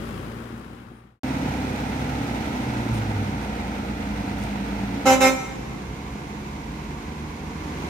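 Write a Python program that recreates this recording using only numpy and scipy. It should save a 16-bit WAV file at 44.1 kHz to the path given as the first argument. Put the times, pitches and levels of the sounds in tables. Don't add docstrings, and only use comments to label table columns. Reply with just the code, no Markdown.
import sys
import numpy as np
from scipy import signal
from scipy.fft import rfft, irfft, next_fast_len
from scipy.io import wavfile

SR = 44100
rng = np.random.default_rng(int(sys.argv[2]) if len(sys.argv) > 2 else 0)


def master_out(mix):
    frames = np.transpose(np.atleast_2d(mix))
    ceiling = np.clip(frames, -1, 1)
    pcm = np.round(ceiling * 32767).astype(np.int16)
    wavfile.write(sys.argv[1], SR, pcm)


N = 347949
TIME = np.arange(N) / SR
FFT_SIZE = next_fast_len(N + SR)
FREQ_HZ = np.maximum(np.arange(FFT_SIZE // 2 + 1) * SR / FFT_SIZE, 1)

SCENE_CHANGE_S = 1.234
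TURN_S, TURN_LENGTH_S = 4.86, 0.83
PIPE_HZ, PIPE_WIDTH_HZ, PIPE_DB = 108, 12.5, 5.5

# start_s, end_s, gain_db
OVERRUN = (2.62, 3.37, 10.5)
FOUR_CYLINDERS_DB = [-3.5, -7, -3, -9]


def from_db(db):
    return 10 ** (np.asarray(db) / 20)


def unit_rms(x):
    return x / np.sqrt(np.mean(x ** 2) + 1e-20)


def spectral_curve(points):
    hz, value = np.transpose(points)
    return np.interp(np.log(FREQ_HZ), np.log(hz), value)


def filtered(x, response):
    return irfft(rfft(x, FFT_SIZE) * response, FFT_SIZE)[..., :N]


def coloured(x, spectrum):
    skirts = (1 + (spectrum[0][0] / FREQ_HZ) ** 12 + (FREQ_HZ / spectrum[-1][0]) ** 12) ** -.5
    return unit_rms(filtered(x, from_db(spectral_curve(spectrum)) * skirts))


def drift(rate_hz, size=N):
    step = 40
    pole = np.exp(-2 * np.pi * step * rate_hz / SR)
    slow = signal.lfilter([1], [1, -2 * pole, pole * pole], rng.standard_normal(N // step + 2002))[2000:]
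    return np.interp(np.arange(size) / step, np.arange(len(slow)), unit_rms(slow))


def cycles(hz):
    return np.cumsum(hz) / SR


def placed(x, lead_ms, left_db):
    left, right = np.broadcast_to(x, (2, N))
    gain = from_db(left_db / 2)
    return np.array([left * gain, np.interp(TIME - lead_ms / 1000, TIME, right) / gain])


def stereo_noise():
    # frequency_hz, correlation
    coherence = [(50, 0.98), (250, 0.99), (500, 0.87), (1000, 0.1), (2000, 0.091), (4000, 0.23),
                 (8000, 0.057), (15000, 0.089)]
    alike = np.clip(spectral_curve(coherence), 0, 1)
    mid, side = filtered(rng.standard_normal((2, N)), np.sqrt([1 + alike, 1 - alike]))
    return unit_rms(np.array([mid + side, mid - side]))


def hillside(x, t60_s, dull_hz):
    t = TIME[:SR]
    tail = rng.standard_normal((2, SR)) * from_db(-60 * t / t60_s) * (1 - np.exp(-t / 0.027))
    tail /= np.sqrt(np.sum(tail ** 2) / 2)
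    tail = signal.sosfilt(signal.butter(1, dull_hz, fs=SR, output="sos"), tail)
    return signal.fftconvolve(x[None], tail, axes=1)[:, :N]


def brakes():
    # peak_s, pitch_hz, half_width_s, level_db
    squeaks = [(0.968, 9300, 0.045, -70), (1.89, 9160, .04, -59), (2.84, 8750, .03, -61),
               (2.967, 8780, 0.029, -55), (2.95, 11200, .02, -55), (4.45, 8816, .04, -61)]
    sound = np.zeros(N)
    for peak_s, pitch_hz, half_width_s, db in squeaks:
        swell = from_db(db) * np.exp(-((TIME - peak_s) / half_width_s) ** 2)
        sound += swell * np.sin(2 * np.pi * cycles(pitch_hz * (1 + .014 * drift(200))))
    return placed(sound, lead_ms=0.314, left_db=8.0)


def rattles():
    # peak_s, half_width_s, level_db
    bumps = [(2.963, 0.029, -45), (4.43, 0.072, -50.5)]
    # frequency_hz, gain_db
    metal = [(1300, 0), (3500, -2), (9000, -6), (14000, -10)]
    swell = sum(from_db(db) * np.exp(-((TIME - peak_s) / width) ** 2) for peak_s, width, db in bumps)
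    return swell * coloured(stereo_noise() * from_db(3 * drift(80)), metal)


def drone(firing_hz, orders, waver_db, rough_db):
    phase = 2 * np.pi * cycles(firing_hz)
    tones = 0
    for multiple, db in orders:
        amplitude = np.sqrt(2) * from_db(db + waver_db * drift(9.0))
        tones += amplitude * np.sin(multiple * phase + rng.uniform(0, 2 * np.pi))
    return tones * from_db(rough_db * drift(30))


def exhaust_beats(firing_hz, cylinders_db, rough_db):
    firings = np.flatnonzero(np.diff(np.floor(cycles(firing_hz))))
    scatter_db = rough_db * rng.standard_normal(N)[:len(firings)]
    beats = np.zeros(N)
    beats[firings] = from_db(np.resize(cylinders_db, len(firings)) + scatter_db)
    return unit_rms(beats)


def knock(firing_hz, decay_cycles):
    return unit_rms(np.exp(-(cycles(firing_hz) % 1) / decay_cycles) * from_db(2.9 * drift(36)))


def traffic(spectra, levels_db, beats, knocks, beat_db, shake_db, knock_share, lead_ms, left_db):
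    rumble_db, clatter_db, hiss_db = levels_db
    air = stereo_noise()
    pulsing = air * (1 - knock_share + knock_share * knocks)
    shake = unit_rms(hillside(beats, t60_s=0.038, dull_hz=1500))[0]
    rumble = from_db(rumble_db) * coloured(air + from_db(beat_db) * beats, spectra[0])
    clatter = from_db(clatter_db) * coloured(pulsing + from_db(shake_db) * shake, spectra[1])
    hiss = from_db(hiss_db) * coloured(pulsing, spectra[2])
    return placed(rumble, 0.38 * lead_ms, 0.5 * left_db) + placed(clatter + hiss, lead_ms, left_db)


def box_truck():
    # frequency_hz, gain_db
    rumble = [(21, -42), (35, -31), (64, -20), (85, -5), (123, -10.5), (226, -5), (258, -11), (339, -10.5),
              (600, -21), (780, -42), (1320, -120)]
    clatter = [(260, -41), (450, -27), (502, -30), (737, -2), (970, -4), (1110, -2), (1350, -3.5),
               (2680, -17.5), (3360, -30), (4000, -27), (5200, -58), (8800, -120)]
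    hiss = [(1880, -11), (3200, -4.5), (3490, -7.5), (4450, -11), (4820, -9), (6060, -12.5), (10700, -14.5),
            (16000, -19)]
    # start_db, slope_db_per_s
    trends = [(-32, -2.5), (-41.5, 1.5), (-50, -2)]
    # firing_multiple, level_db
    orders = [(1, -41), (2, -38), (3, -46), (4, -42.5)]
    firing_hz = 56.56 + 2.5 * TIME
    levels_db = [db + slope * TIME for db, slope in trends]
    tones = drone(firing_hz, orders, waver_db=2.4, rough_db=1.8)
    beats = exhaust_beats(firing_hz, FOUR_CYLINDERS_DB, rough_db=5.0)
    road = traffic((rumble, clatter, hiss), levels_db, beats, knock(firing_hz, decay_cycles=.4),
                   beat_db=-7, shake_db=-27, knock_share=0.19, lead_ms=.6, left_db=6.4)
    silent_s = 1.196
    return (tones + road) * np.clip(1 - TIME / silent_s, 0, 1) ** 1.03


def heavy_exhaust(firing_hz, away):
    # cycle_multiple, start_db, near_slope_db_per_s, far_db
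    lines = [(6, -37.5, .3, -51), (14, -39.5, -3.5, -52), (18, -39, -4, -44.5), (20, -45, 1, -64),
             (21, -42, 2.6, -56.5), (22, -43, 1.4, -55), (24, -36, -7, -48), (27, -46, -0.5, -59)]
    near_s = np.clip(TIME, SCENE_CHANGE_S, TURN_S) - SCENE_CHANGE_S
    orders = [(k / 6, (1 - away) * (db + slope * near_s) + away * far_db)
              for k, db, slope, far_db in lines]
    return drone(firing_hz, orders, waver_db=1.5, rough_db=.5)


def pedal(start_s, end_s, gain_db):
    travel_s = .14
    return gain_db * np.clip(np.minimum(TIME - start_s, end_s - TIME) / travel_s + .5, 0, 1)


def light_exhaust(firing_hz, away):
    # start_s, end_s, gain_db
    gear_change = (5.2, 5.52, -27)
    # firing_multiple, near_db, far_db
    overtones = [(2, -12, -3), (3, -16.5, -2)]
    boom_db = PIPE_DB * np.exp(-((firing_hz - PIPE_HZ) / PIPE_WIDTH_HZ) ** 2 / 2)
    pull_db = 1.5 * np.maximum(TIME - gear_change[1], 0)
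    tone_db = (1 - away) * (-45 + boom_db) + away * (-44.5 + pull_db)
    tone_db += pedal(*OVERRUN) + pedal(*gear_change)
    orders = [(k, tone_db + (1 - away) * near_db + away * far_db) for k, near_db, far_db in overtones]
    return drone(firing_hz, [(1, tone_db)] + orders, waver_db=2.0, rough_db=1.0)


def overrun_rasp(firing_hz):
    # frequency_hz, gain_db
    band = [(1250, -6), (1380, 0), (1520, -8)]
    throttle_shut = pedal(*OVERRUN) / OVERRUN[2]
    level_db = -47.5 + 14 * np.log2(firing_hz / PIPE_HZ)
    bursts = rng.standard_normal(N) * knock(firing_hz, decay_cycles=0.37)
    return throttle_shut * from_db(level_db) * coloured(bursts, band)


def two_trucks():
    # time_s, firing_hz
    heavy_revs = [(1.27, 65.06), (2.6, 61.51), (4.45, 57.55), (5.0, 56.38), (5.6, 53.76), (6.8, 51.67),
                  (7.89, 48.86)]
    light_revs = [(1.27, 87.5), (1.5, 96.6), (2.05, 105), (2.55, 127.4), (2.95, 113.2), (3.45, 87.5),
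                  (4.0, 81.1), (4.25, 106.9), (4.8, 110.7), (5.08, 121), (5.5, 62), (6.7, 72.12),
                  (7.89, 81.5)]
    six_cylinders_db = [-4.5, -10.5, -4, -8.5, -4, -9.5]
    # firing_multiple, level_db
    gears = [(8, -17), (12, -15.5), (13, -13.5), (14, -23)]
    # frequency_hz, gain_db
    rumble_near = [(30, -23), (42, -8), (52, -4), (70, 2), (100, -2.5), (150, 3.5), (175, -5.5),
                   (220, -4.5), (280, 6), (330, -6), (450, -11.5), (650, -10.5)]
    clatter_near = [(260, -17), (450, -5), (484, -3), (566, -11), (731, 1.5), (869, 4.5), (927, 4),
                    (1110, -8), (1310, -1.5), (1490, -2.5), (1760, -7.5), (2030, -3.5), (2560, -8),
                    (3100, -16.5), (4000, -17.5), (5200, -28), (8800, -120)]
    hiss_near = [(1880, -14), (3200, -5.5), (4890, -8.5), (5860, -3), (7880, -10.5), (9020, -10),
                 (10200, -14), (13100, -13.5), (15100, -16), (16000, -21)]
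    rumble_far = [(30, -26), (42, -8), (52, 7), (75, 1.5), (105, -2), (150, -2.5), (180, -1), (225, -1),
                  (290, 2.5), (350, -3.5), (450, -6), (650, -13)]
    clatter_far = [(260, -42), (450, -16.5), (516, -43), (560, -42), (597, -27), (717, 1), (815, -2.5),
                   (927, 2), (1150, -3), (1290, -10.5), (1400, -6), (1890, -10), (2090, -5), (2990, -15),
                   (4000, -16), (5200, -23.5), (8800, -120)]
    hiss_far = [(1880, -18), (3200, -17.5), (3490, -31.5), (3860, -26), (4890, -8), (5750, 6), (6840, 4),
                (7880, -2), (15100, -8), (16000, -28)]
    # base_db, slope_db_per_s, light_revs_db_per_octave
    near_trends = [(-29, -1.28, 2.5), (-34, -0.62, 2), (-46.5, -1, 3)]
    far_levels = [-36.5, -40.5, -54.5]
    heavy_hz = np.interp(TIME, *np.transpose(heavy_revs))
    light_hz = np.interp(TIME, *np.transpose(light_revs))
    away = np.clip((TIME - TURN_S) / TURN_LENGTH_S, 0, 1)
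    near_db = [db + slope * (TIME - SCENE_CHANGE_S) + per_octave * np.log2(light_hz / PIPE_HZ)
               for db, slope, per_octave in near_trends]
    far_db = [db + 9.5 * np.maximum(TIME - 7.43, 0) for db in far_levels]
    exhausts = heavy_exhaust(heavy_hz, away) + light_exhaust(light_hz, away)
    whine = drone(heavy_hz, [(k, near_db[1] + db) for k, db in gears], waver_db=0.0, rough_db=2.5)
    beats = exhaust_beats(heavy_hz, six_cylinders_db, rough_db=2.0)
    beats += 0.68 * exhaust_beats(light_hz, FOUR_CYLINDERS_DB, rough_db=2.0)
    knocks = (knock(heavy_hz, decay_cycles=1.0) + knock(light_hz, decay_cycles=1.0)) / 2
    near = traffic((rumble_near, clatter_near, hiss_near), near_db, beats, knocks,
                   beat_db=-3.0, shake_db=-26.5, knock_share=0.33, lead_ms=0.388, left_db=-2.5)
    near += placed(whine, lead_ms=0.19, left_db=-1.0)
    far = traffic((rumble_far, clatter_far, hiss_far), far_db, beats, knocks,
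                  beat_db=-6.5, shake_db=-26.0, knock_share=0.17, lead_ms=0.3832, left_db=-3.0)
    road = np.cos(np.pi / 2 * away) * near + np.sin(np.pi / 2 * away) * far
    rasp = placed(overrun_rasp(light_hz), lead_ms=0.4, left_db=-4.0)
    return placed(exhausts, lead_ms=0.23, left_db=-1.1) + rasp + road


def diaphragm(harmonics, pitch_hz, dispersion_rad, buzz_db, top_db, count):
    # start_s, end_s, level_db, tilt_db_per_octave
    toots = [(5.053, 5.136, -13, 0.43), (5.202, 5.279, -15, 1.06)]
    # frequency_hz, gain_db
    contact = [(700, -3), (1200, 3), (2300, -3), (3300, -5), (4600, -16), (6500, -14), (7500, -11),
               (8300, -13), (12000, -10.5), (15000, -13)]
    sounding = (TIME > toots[0][0]) & (TIME < toots[-1][1] + .25)
    t = TIME[sounding]
    swings, sharp = [], 0
    for start_s, end_s, _, _ in toots:
        held_s, released_s = np.maximum(t - start_s, 0), np.maximum(t - end_s, 0)
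        attack, release = 1 - np.exp(-held_s / 0.0094), np.exp(-released_s / 0.037)
        swings.append(attack * release * from_db(-18 * held_s))
        sharp += 0.014 * np.exp(-held_s / 0.0176) * (t > start_s)
    strokes = cycles(pitch_hz * (1 + sharp + 0.0032 * drift(90, len(t))))
    partials_db = [db for _, db in harmonics] + [top_db] * (count - len(harmonics))
    total_rms = np.sqrt(np.sum(from_db(partials_db) ** 2) / 2)
    tone, rasp = np.zeros((2, 2, N))
    for k, db in enumerate(partials_db, 1):
        octaves = np.log2(k)
        swell = sum(swing ** (1 + 0.058 * octaves) * from_db(level_db + tilt * octaves)
                    for swing, (_, _, level_db, tilt) in zip(swings, toots))
        depth = min(k / 11, 1)
        scatter = np.array([drift(8.9, len(t)) + 1j * drift(14.0, len(t)) for ear in range(2)])
        paths = (1 + depth * scatter) / np.sqrt(1 + 2 * depth ** 2)
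        phase = 2 * np.pi * k * strokes - dispersion_rad * k * k
        tone[:, sounding] -= from_db(db) / total_rms * swell * np.real(paths * np.exp(1j * phase))
    bursts = np.exp(-4 * (strokes % 1))
    rasp[:, sounding] = sum(swings) * rng.standard_normal((2, len(t))) * bursts
    return tone + from_db(buzz_db) * tone.std() * coloured(rasp, contact)


def horn():
    # harmonic, level_db
    high_partials = [(1, 1), (2, 4.5), (3, 4), (4, -7), (5, -4.5), (6, -23), (7, -11.5), (8, -5), (9, -8),
                     (10, -11), (11, -25), (12, -17.5), (13, -27), (14, -20), (15, -16), (16, -20),
                     (17, -35), (18, -32), (19, -19), (20, -13.5), (21, -21), (22, -41), (23, -11.5),
                     (24, -23), (25, -18), (26, -26), (27, -19), (28, -13), (29, -18), (30, -46)]
    low_partials = [(1, -34), (2, -7.5), (3, -6.5), (4, -3), (5, -8.5), (6, -19), (7, -9), (8, -9.5),
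                    (9, -13.5), (10, -18), (11, -5.5), (12, -15), (13, -14.5), (14, -23), (15, -16),
                    (16, -30), (17, -39), (18, -23), (19, -13.5), (20, -24.5)]
    high = diaphragm(high_partials, pitch_hz=262.1, dispersion_rad=.1, buzz_db=-19, top_db=-28.5,
                     count=54)
    low = diaphragm(low_partials, pitch_hz=193.1, dispersion_rad=0.0882, buzz_db=-9.5, top_db=-25,
                    count=40)
    pair = high + from_db(-8.5) * low
    mono = pair.mean(0)
    echoes = from_db(-8.5) * hillside(mono, t60_s=0.8, dull_hz=9650)
    echoes += from_db(-19.5) * hillside(mono, t60_s=1.6, dull_hz=5070)
    across_bend = np.interp(TIME - .42, TIME, mono)
    echoes += from_db(-28.5) * hillside(across_bend, t60_s=0.27, dull_hz=2990)
    return placed(pair, lead_ms=0.013, left_db=-3.5) + echoes


def scene():
    return np.where(TIME < SCENE_CHANGE_S, box_truck(), two_trucks()) + horn() + brakes() + rattles()


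def record(dry):
    low_pass = signal.ellip(10, .1, 90, 15750, fs=SR, output="sos")
    return signal.sosfilt(low_pass, np.clip(dry, -1, 1))


dry = scene()
out = record(dry)
master_out(out)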